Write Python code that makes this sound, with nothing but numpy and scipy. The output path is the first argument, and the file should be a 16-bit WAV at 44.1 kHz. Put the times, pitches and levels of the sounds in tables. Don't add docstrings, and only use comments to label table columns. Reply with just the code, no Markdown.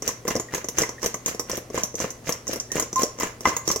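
import sys
import numpy as np
from scipy import signal
from scipy.fft import rfft, irfft, next_fast_len
from scipy.io import wavfile

SR = 44100
rng = np.random.default_rng(int(sys.argv[2]) if len(sys.argv) > 2 else 0)


def transcribe(u):
    v = np.clip(np.atleast_2d(u).T, -1, 1)
    q = np.round(v * 32767).astype(np.int16)
    wavfile.write(sys.argv[1], SR, q)


N = 167580
LEFT_RIGHT = np.array([[.5], [-.5]])


def amp(db):
    return 10 ** (np.asarray(db) / 20)


def unit(x):
    return x / np.sqrt(np.mean(x ** 2) + 1e-20)


def at_level(x, db, onset_s=.008):
    onset = x[..., :round(onset_s * SR)]
    return x * amp(db) / np.sqrt(np.mean(onset ** 2) + 1e-20)


def along(points, hz):
    freqs, values = np.transpose(points)
    return np.interp(np.log(hz + 1), np.log(freqs + 1), values)


def filtered(x, response):
    n = x.shape[-1]
    padded = next_fast_len(n + 4096)
    return irfft(rfft(x, padded) * response(np.fft.rfftfreq(padded, 1 / SR)), padded)[..., :n]


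def coloured(x, spectrum):
    def response(hz):
        cepstrum = np.fft.irfft(np.log(amp(along(spectrum, hz))))
        half = len(cepstrum) // 2
        return np.exp(rfft(np.r_[cepstrum[0], 2 * cepstrum[1:half]], len(cepstrum)))
    return filtered(x, response)


def add(out, start_s, x):
    i = max(0, round(start_s * SR))
    n = max(0, min(x.shape[-1], N - i))
    out[:, i:i + n] += x[..., :n]


# frequency in Hz, correlation (capped at 1 in use).
COHERENCE = [(100, 1.13), (330, 0.9), (520, 0.8), (900, 0.2), (3000, 0.35)]

def diffuse(pair):
    def weights(hz):
        angle = np.arccos(np.clip(along(COHERENCE, hz), -1, 1)) / 2
        return np.array([np.cos(angle), np.sin(angle)])
    mid, side = filtered(pair, weights)
    return np.array([mid + side, mid - side])


# frequency in Hz, relative density in dB.
AIR_SPECTRUM = [(25, -14), (55, -3), (130, -8), (500, -8), (1000, -18), (3500, -27.5), (6000, -25.5),
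                (16000, -36)]
# frequency in Hz, level in dB.
HUM_PARTIALS = [(119.6, -52), (239.2, -58)]

def background(air_db=-47.5):
    t = np.arange(N) / SR
    air = unit(coloured(diffuse(rng.standard_normal((2, N))), AIR_SPECTRUM))
    hum = sum(np.sqrt(2) * amp(db) * np.sin(2 * np.pi * (hz * t + rng.random()))
              for hz, db in HUM_PARTIALS)
    return amp(air_db) * air + hum


# frequency in Hz, time to fall 60 dB (T60) in seconds.
TAIL_T60 = [(150, 0.09), (1500, 0.46), (6000, 0.31), (14000, 0.13)]
# frequency in Hz, relative level in dB.
TAIL_LEVELS = [(100, -8.5), (600, -3.5), (6000, -6.5), (14000, -1)]

def kitchen(x, delay_s=.002, early_db=-3, early_t60_s=0.053):
    hz, t, noise = signal.stft(rng.standard_normal((2, SR // 2)), SR, nperseg=256)
    def decay(t60):
        fade = amp(-60 * t / t60) * (t > delay_s)
        return fade / np.sqrt(np.mean(fade ** 2, -1, keepdims=True) * SR / 2)
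    tail = decay(along(TAIL_T60, hz)[:, None]) * amp(along(TAIL_LEVELS, hz))[:, None]
    early = decay(early_t60_s) * amp(early_db)
    response = diffuse(signal.istft(noise * np.hypot(tail, early), SR, nperseg=256)[1])
    response[:, 0] += 1
    return signal.fftconvolve(x, response, axes=1)


def contacts(per_second, scatter_db=4.5):
    hits = rng.random((2, N)) < per_second / SR
    signs = rng.choice([-1, 1], (2, N))
    return hits * signs * amp(scatter_db * np.clip(rng.standard_normal((2, N)), -2, 2))


# frequency in Hz, relative density in dB.
BUMP_SPECTRUM = [(40, -8.5), (100, 0), (380, -5), (480, 0.5), (700, -5), (1060, -13), (1400, -5.5),
                 (2000, -5), (3000, -11.5), (5000, -27)]
RUSTLE_SPECTRUM = [(1000, -8.5), (3000, -17), (4400, -6.5), (5850, 2.5), (7000, 1), (8500, -14.5),
                   (16000, -18)]
# time of the peak in seconds, relative bump and rustle levels in dB.
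TOSS_PEAKS = [(0.082, -32.5, -35.5), (0.314, -30, -35), (0.564, -28.5, -37.5), (0.806, -28, -31.5),
              (1.053, -33.5, -33), (1.298, -32, -34.5), (1.534, -31, -39), (1.781, -31.5, -34.5),
              (2.023, -30.5, -31), (2.298, -30, -33), (2.523, -32, -36.5), (2.777, -28.5, -33.5),
              (3.006, -32.5, -31), (3.238, -27, -33), (3.486, -26.5, -30.5), (3.703, -33.5, -30)]

def tumbling(rise_s=0.036, fall_s=0.031, bump_gain_db=-3, rustle_gain_db=-1.5):
    peak_s, bump_db, rustle_db = np.transpose(TOSS_PEAKS)[:, :, None]
    t = np.arange(N) / SR - peak_s
    swell = np.exp(np.where(t < 0, -(t / rise_s) ** 2, -t / fall_s))
    bumps = unit(coloured(diffuse(contacts(per_second=200)), BUMP_SPECTRUM))
    bumps *= (swell * amp(bump_db + bump_gain_db)).sum(0)
    rustle = unit(coloured(contacts(per_second=260), RUSTLE_SPECTRUM))
    rustle *= (swell * amp(rustle_db + rustle_gain_db)).sum(0)
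    return kitchen(bumps + rustle)[:, :N]


def attack(t, contact_s=.00028):
    return 1 - np.exp(-t / contact_s)


def ring(modes, t, detune, scatter_db=1.5):
    hz, db, t60 = np.transpose(modes)[:, :, None]
    level_draw, pitch_draw = rng.standard_normal((2, len(hz), 1))
    envelopes = amp(db + scatter_db * level_draw - 60 * t / t60)
    waves = envelopes * np.sin(2 * np.pi * hz * (1 + detune * pitch_draw) * t)
    return -waves.sum(0) * attack(t)


# frequency in Hz, relative level in dB, T60 in seconds.
RIM_MODES = [(475, -26, 0.5), (1058, -25, 0.68), (1140, -29, 0.6), (1533, -30, 0.48), (2030, -26, 0.5)]
BONE_DB = -13

def rim(t, clank_db, growth=1.3):
    return amp(BONE_DB + growth * (clank_db - BONE_DB)) * ring(RIM_MODES, t, detune=0.00586)


# start in seconds, length in seconds, pitch in Hz, relative level in dB.
SKIDS = [(0.485, 0.018, 1860, -38), (0.832, 0.019, 2000, -24), (0.981, 0.015, 1830, -37),
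         (2.701, 0.085, 1840, -38), (2.957, 0.084, 1036, -19), (3.04, 0.06, 590, -33)]

def squeaks(rise=0.035, waver=0.003, roughness=.22, overtone_db=-30, catch_hz=25, sympathy_db=-21):
    direct, ringing = np.zeros((2, 2, N))
    t = np.arange(SR // 2) / SR
    for start_s, length_s, hz, db in SKIDS:
        progress = np.linspace(0, 1, round(length_s * SR))
        def wander(count):
            return np.interp(progress, np.linspace(0, 1, count), rng.standard_normal(count))
        slips = round(length_s * hz / 3)
        pitch_hz = hz * (1 + rise * progress + waver * wander(10))
        jitter = roughness * (hz / 1050) ** 2 * wander(slips)
        phase = 2 * np.pi * np.cumsum(pitch_hz) / SR + jitter
        tone = np.sin(phase) + amp(overtone_db) * np.sin(2 * phase)
        envelope = np.interp(progress, [0, .08, .25, .5, 1], [0, 1, 1, .45, 0])
        grip = 1 + roughness / 2 * wander(slips)
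        add(direct, start_s, amp(db) * envelope * grip * tone)
        for rim_hz, _, t60 in RIM_MODES:
            if abs(rim_hz - hz) < catch_hz:
                decay = amp(db + sympathy_db - 60 * t / t60)
                add(ringing, start_s + length_s / 2, decay * np.sin(2 * np.pi * rim_hz * t))
    return (direct + kitchen(direct)[:, :N]) / 2 + ringing


# frequency in Hz, relative density in dB.
CRUNCH_SPECTRUM = [(1500, -5), (2800, 2), (4200, 0), (9000, 1), (12500, 4.5), (16000, -1.5)]

def crunch(t, cracks_per_s=2000, scatter_db=4.5, t60_s=0.02):
    count = len(t) * cracks_per_s // SR
    sizes = np.interp(t, np.linspace(0, t[-1], count), np.clip(rng.standard_normal(count), -2, 2))
    envelope = amp(scatter_db * sizes - 60 * t / t60_s) * attack(t)
    return coloured(rng.standard_normal((2, len(t))) * envelope, CRUNCH_SPECTRUM)


# frequency in Hz, relative density in dB.
SCRATCH_SPECTRUM = [(1500, -22), (4400, -15.5), (5300, -10.5), (5850, 1), (7100, 3.5), (8300, -8.5),
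                    (11000, -36.5)]

def click(t, hz, ping_s=.00028, ear_phase_rad=2.17, scratch_db=-5, scratch_t60_s=0.015):
    age = t / ping_s
    ear_phases = ear_phase_rad * (1 + rng.standard_normal() / 2) * LEFT_RIGHT
    ping = age ** 2 * np.exp(-age) * np.sin(2 * np.pi * hz * t + ear_phases)
    envelope = amp(-60 * t / scratch_t60_s) * attack(t, contact_s=0.0013)
    scratch = coloured(rng.standard_normal((2, len(t))) * envelope, SCRATCH_SPECTRUM)
    return at_level(ping, 0) + at_level(scratch, scratch_db)


# frequency in Hz, relative level in dB, T60 in seconds.
BOTTOM_MODES = [(127, -21, 0.035), (257, -31, 0.12), (386, -9, 0.018), (472, 4, 0.036), (590, -9, 0.025)]

def thud(t, dent_db=6, half_width_s=0.00046):
    u = t / half_width_s - np.e
    dent = amp(dent_db) * u * np.exp((1 - u ** 2) / 2) * attack(t)
    return dent + ring(BOTTOM_MODES, t, detune=.06)


# frequency in Hz, relative level in dB, T60 under flesh in seconds.
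WALL_MODES = [(929, -6, 0.012), (1050, 3.5, 0.022), (1140, 0, 0.016), (1545, -4.5, 0.015),
              (2035, -1.5, 0.019), (2700, -2, 0.003)]

def clank(t, db, bone_range_db=14, tilt_db_per_octave=2.5, bone_sustain=1.7):
    flesh = np.clip((BONE_DB - db) / bone_range_db, 0, 1)
    lowest_hz = WALL_MODES[0][0]
    sustain = bone_sustain ** (1 - flesh)
    modes = [(hz, level + flesh * tilt_db_per_octave * np.log2(hz / lowest_hz), t60 * sustain)
             for hz, level, t60 in WALL_MODES]
    return ring(modes, t, detune=0.027 * flesh)


# time in seconds, the clank's left minus right level in dB.
WALL_PAN = [(3.03, -0.5), (3.24, 2.5)]
# start in seconds, relative levels of thud, clank, click and crunch in dB,
# pitch of the click in Hz.
LANDINGS = [(0.0221, -31, -40.5, -31, -46, 6000), (0.0773, -27.5, -39, -22.5, -30.5, 5970),
            (0.0897, -32.5, -30.5, -29, -55, 6050), (0.252, -31.5, -39.5, -48, -53, 7000),
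            (0.279, -26.5, -31, -28, -32, 5670), (0.284, -27, -27, -31, -53, 5730),
            (0.309, -26.5, -30, -40, -50, 6700), (0.3537, -20.5, -34, -31, -43, 5940),
            (0.3633, -23.5, -36, -30, -43, 5500), (0.3983, -28.5, -33, -27.5, -41, 6860),
            (0.5376, -27, -27, -37, -47, 5750), (0.547, -42, -59, -29, -33, 6640),
            (0.5795, -33.5, -35.5, -38, -50, 6170), (0.644, -31, -39, -34, -49, 6220),
            (0.6859, -32.5, -36.5, -28.5, -35.5, 6030), (0.7844, -27, -26, -19.5, -27.5, 6170),
            (0.8191, -20.5, -38, -22.5, -37, 5740), (0.8348, -36, -27, -32, -45, 6050),
            (0.892, -31, -35, -32, -47.5, 5900), (1.0297, -30.5, -32.5, -31, -42, 5940),
            (1.0438, -25.5, -29, -33, -36, 5840), (1.0603, -26, -43, -25, -29.5, 6040),
            (1.143, -29, -31, -29, -40, 6400), (1.2604, -31.5, -37, -22.5, -34.5, 6320),
            (1.2802, -36, -32, -30.5, -34, 6900), (1.347, -32.5, -42, -42, -48, 5640),
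            (1.3954, -28.5, -31, -27, -36, 5730), (1.497, -29, -31, -36.5, -35, 5860),
            (1.5157, -63, -50, -28, -50, 5750), (1.5326, -29.5, -39, -57, -51, 5800),
            (1.555, -52, -48, -35.5, -45, 6000), (1.571, -51, -46, -38, -36, 6040),
            (1.5772, -27.5, -39.5, -39, -50, 5900), (1.7012, -34, -46, -45.5, -59, 5900),
            (1.7441, -24.5, -39, -43, -43, 6450), (1.777, -26, -23.5, -30.5, -51, 7030),
            (1.8344, -30.5, -59, -22, -34, 6000), (1.9425, -30.5, -46, -42, -61, 6140),
            (1.9536, -43, -56, -30, -43.5, 6200), (2.0018, -26.5, -31.5, -28, -45, 6140),
            (2.0433, -24, -30.5, -41, -63, 6260), (2.1047, -41, -61, -33, -43.5, 6200),
            (2.2922, -24, -26, -29.5, -30.5, 6470), (2.3237, -42, -37.5, -26.5, -39.5, 5700),
            (2.469, -47, -42.5, -37, -52, 6100), (2.479, -39, -78, -27.5, -45, 6000),
            (2.4937, -26, -56, -52, -57, 5880), (2.5319, -27.5, -36, -32.5, -34.5, 5500),
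            (2.5592, -31, -40, -35.5, -41.5, 5600), (2.5998, -55, -45.5, -26.5, -45.5, 5860),
            (2.7175, -33.5, -42, -27.5, -38, 6070), (2.7554, -22, -36, -32, -40, 7040),
            (2.7807, -26.5, -30, -39, -58, 5700), (2.7973, -29, -28.5, -22.5, -30, 6900),
            (2.8247, -30, -36, -28.5, -44, 5860), (2.9294, -33, -39, -30, -48, 6000),
            (2.9586, -40, -37, -26, -40, 6170), (2.9938, -27.5, -37, -34, -37, 6270),
            (3.0193, -25.5, -32, -26.5, -35.5, 6960), (3.033, -21, -30.5, -20.5, -33.5, 5810),
            (3.187, -35, -39, -39, -68, 5790), (3.1998, -38, -45, -30.5, -36, 7000),
            (3.208, -48, -26.5, -34, -50, 5430), (3.2331, -25.5, -25.5, -27.5, -42, 6900),
            (3.407, -36.5, -44, -37.5, -46.5, 5750), (3.455, -31, -11.5, -30.5, -41, 5760),
            (3.4727, -20, -22, -31, -53, 5630), (3.4925, -52, -35, -30.5, -55, 5850),
            (3.566, -35, -29, -24.5, -34.5, 6860), (3.677, -24, -32.5, -24.5, -33.5, 5750),
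            (3.6886, -31, -38, -23.5, -47, 6070), (3.7018, -26, -23.5, -34, -44, 5600),
            (3.7144, -39, -44, -22.5, -32.5, 5820), (3.7604, -26, -34.5, -26.5, -37, 5800)]

def landing_wings(thud_gain_db=-2, clank_gain_db=-2.5, click_gain_db=1.5, crunch_gain_db=2):
    out = np.zeros((2, N))
    t, rim_t = np.arange(SR // 10) / SR, np.arange(SR // 2) / SR
    for start_s, thud_db, clank_db, click_db, crunch_db, click_hz in LANDINGS:
        pan = amp(np.interp(start_s, *np.transpose(WALL_PAN)) * LEFT_RIGHT)
        bottom = at_level(thud(t), thud_db + thud_gain_db)
        wall = pan * at_level(clank(t, clank_db), clank_db + clank_gain_db)
        tip = at_level(click(t, click_hz), click_db + click_gain_db)
        cracks = at_level(crunch(t), crunch_db + crunch_gain_db)
        add(out, start_s, kitchen(bottom + wall + tip + cracks))
        add(out, start_s, rim(rim_t, clank_db))
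    return out


# frequency in Hz, left minus right level in dB.
EAR_BALANCE = [(380, 2), (700, 0), (1100, 0), (2200, 1), (4400, -1.5), (15000, -3)]

def scene():
    sound = landing_wings() + tumbling() + squeaks() + background()
    return filtered(sound, lambda hz: amp(along(EAR_BALANCE, hz) * LEFT_RIGHT))


def record(dry):
    return filtered(dry, lambda hz: hz < 16100)


dry = scene()
out = record(dry)
transcribe(out)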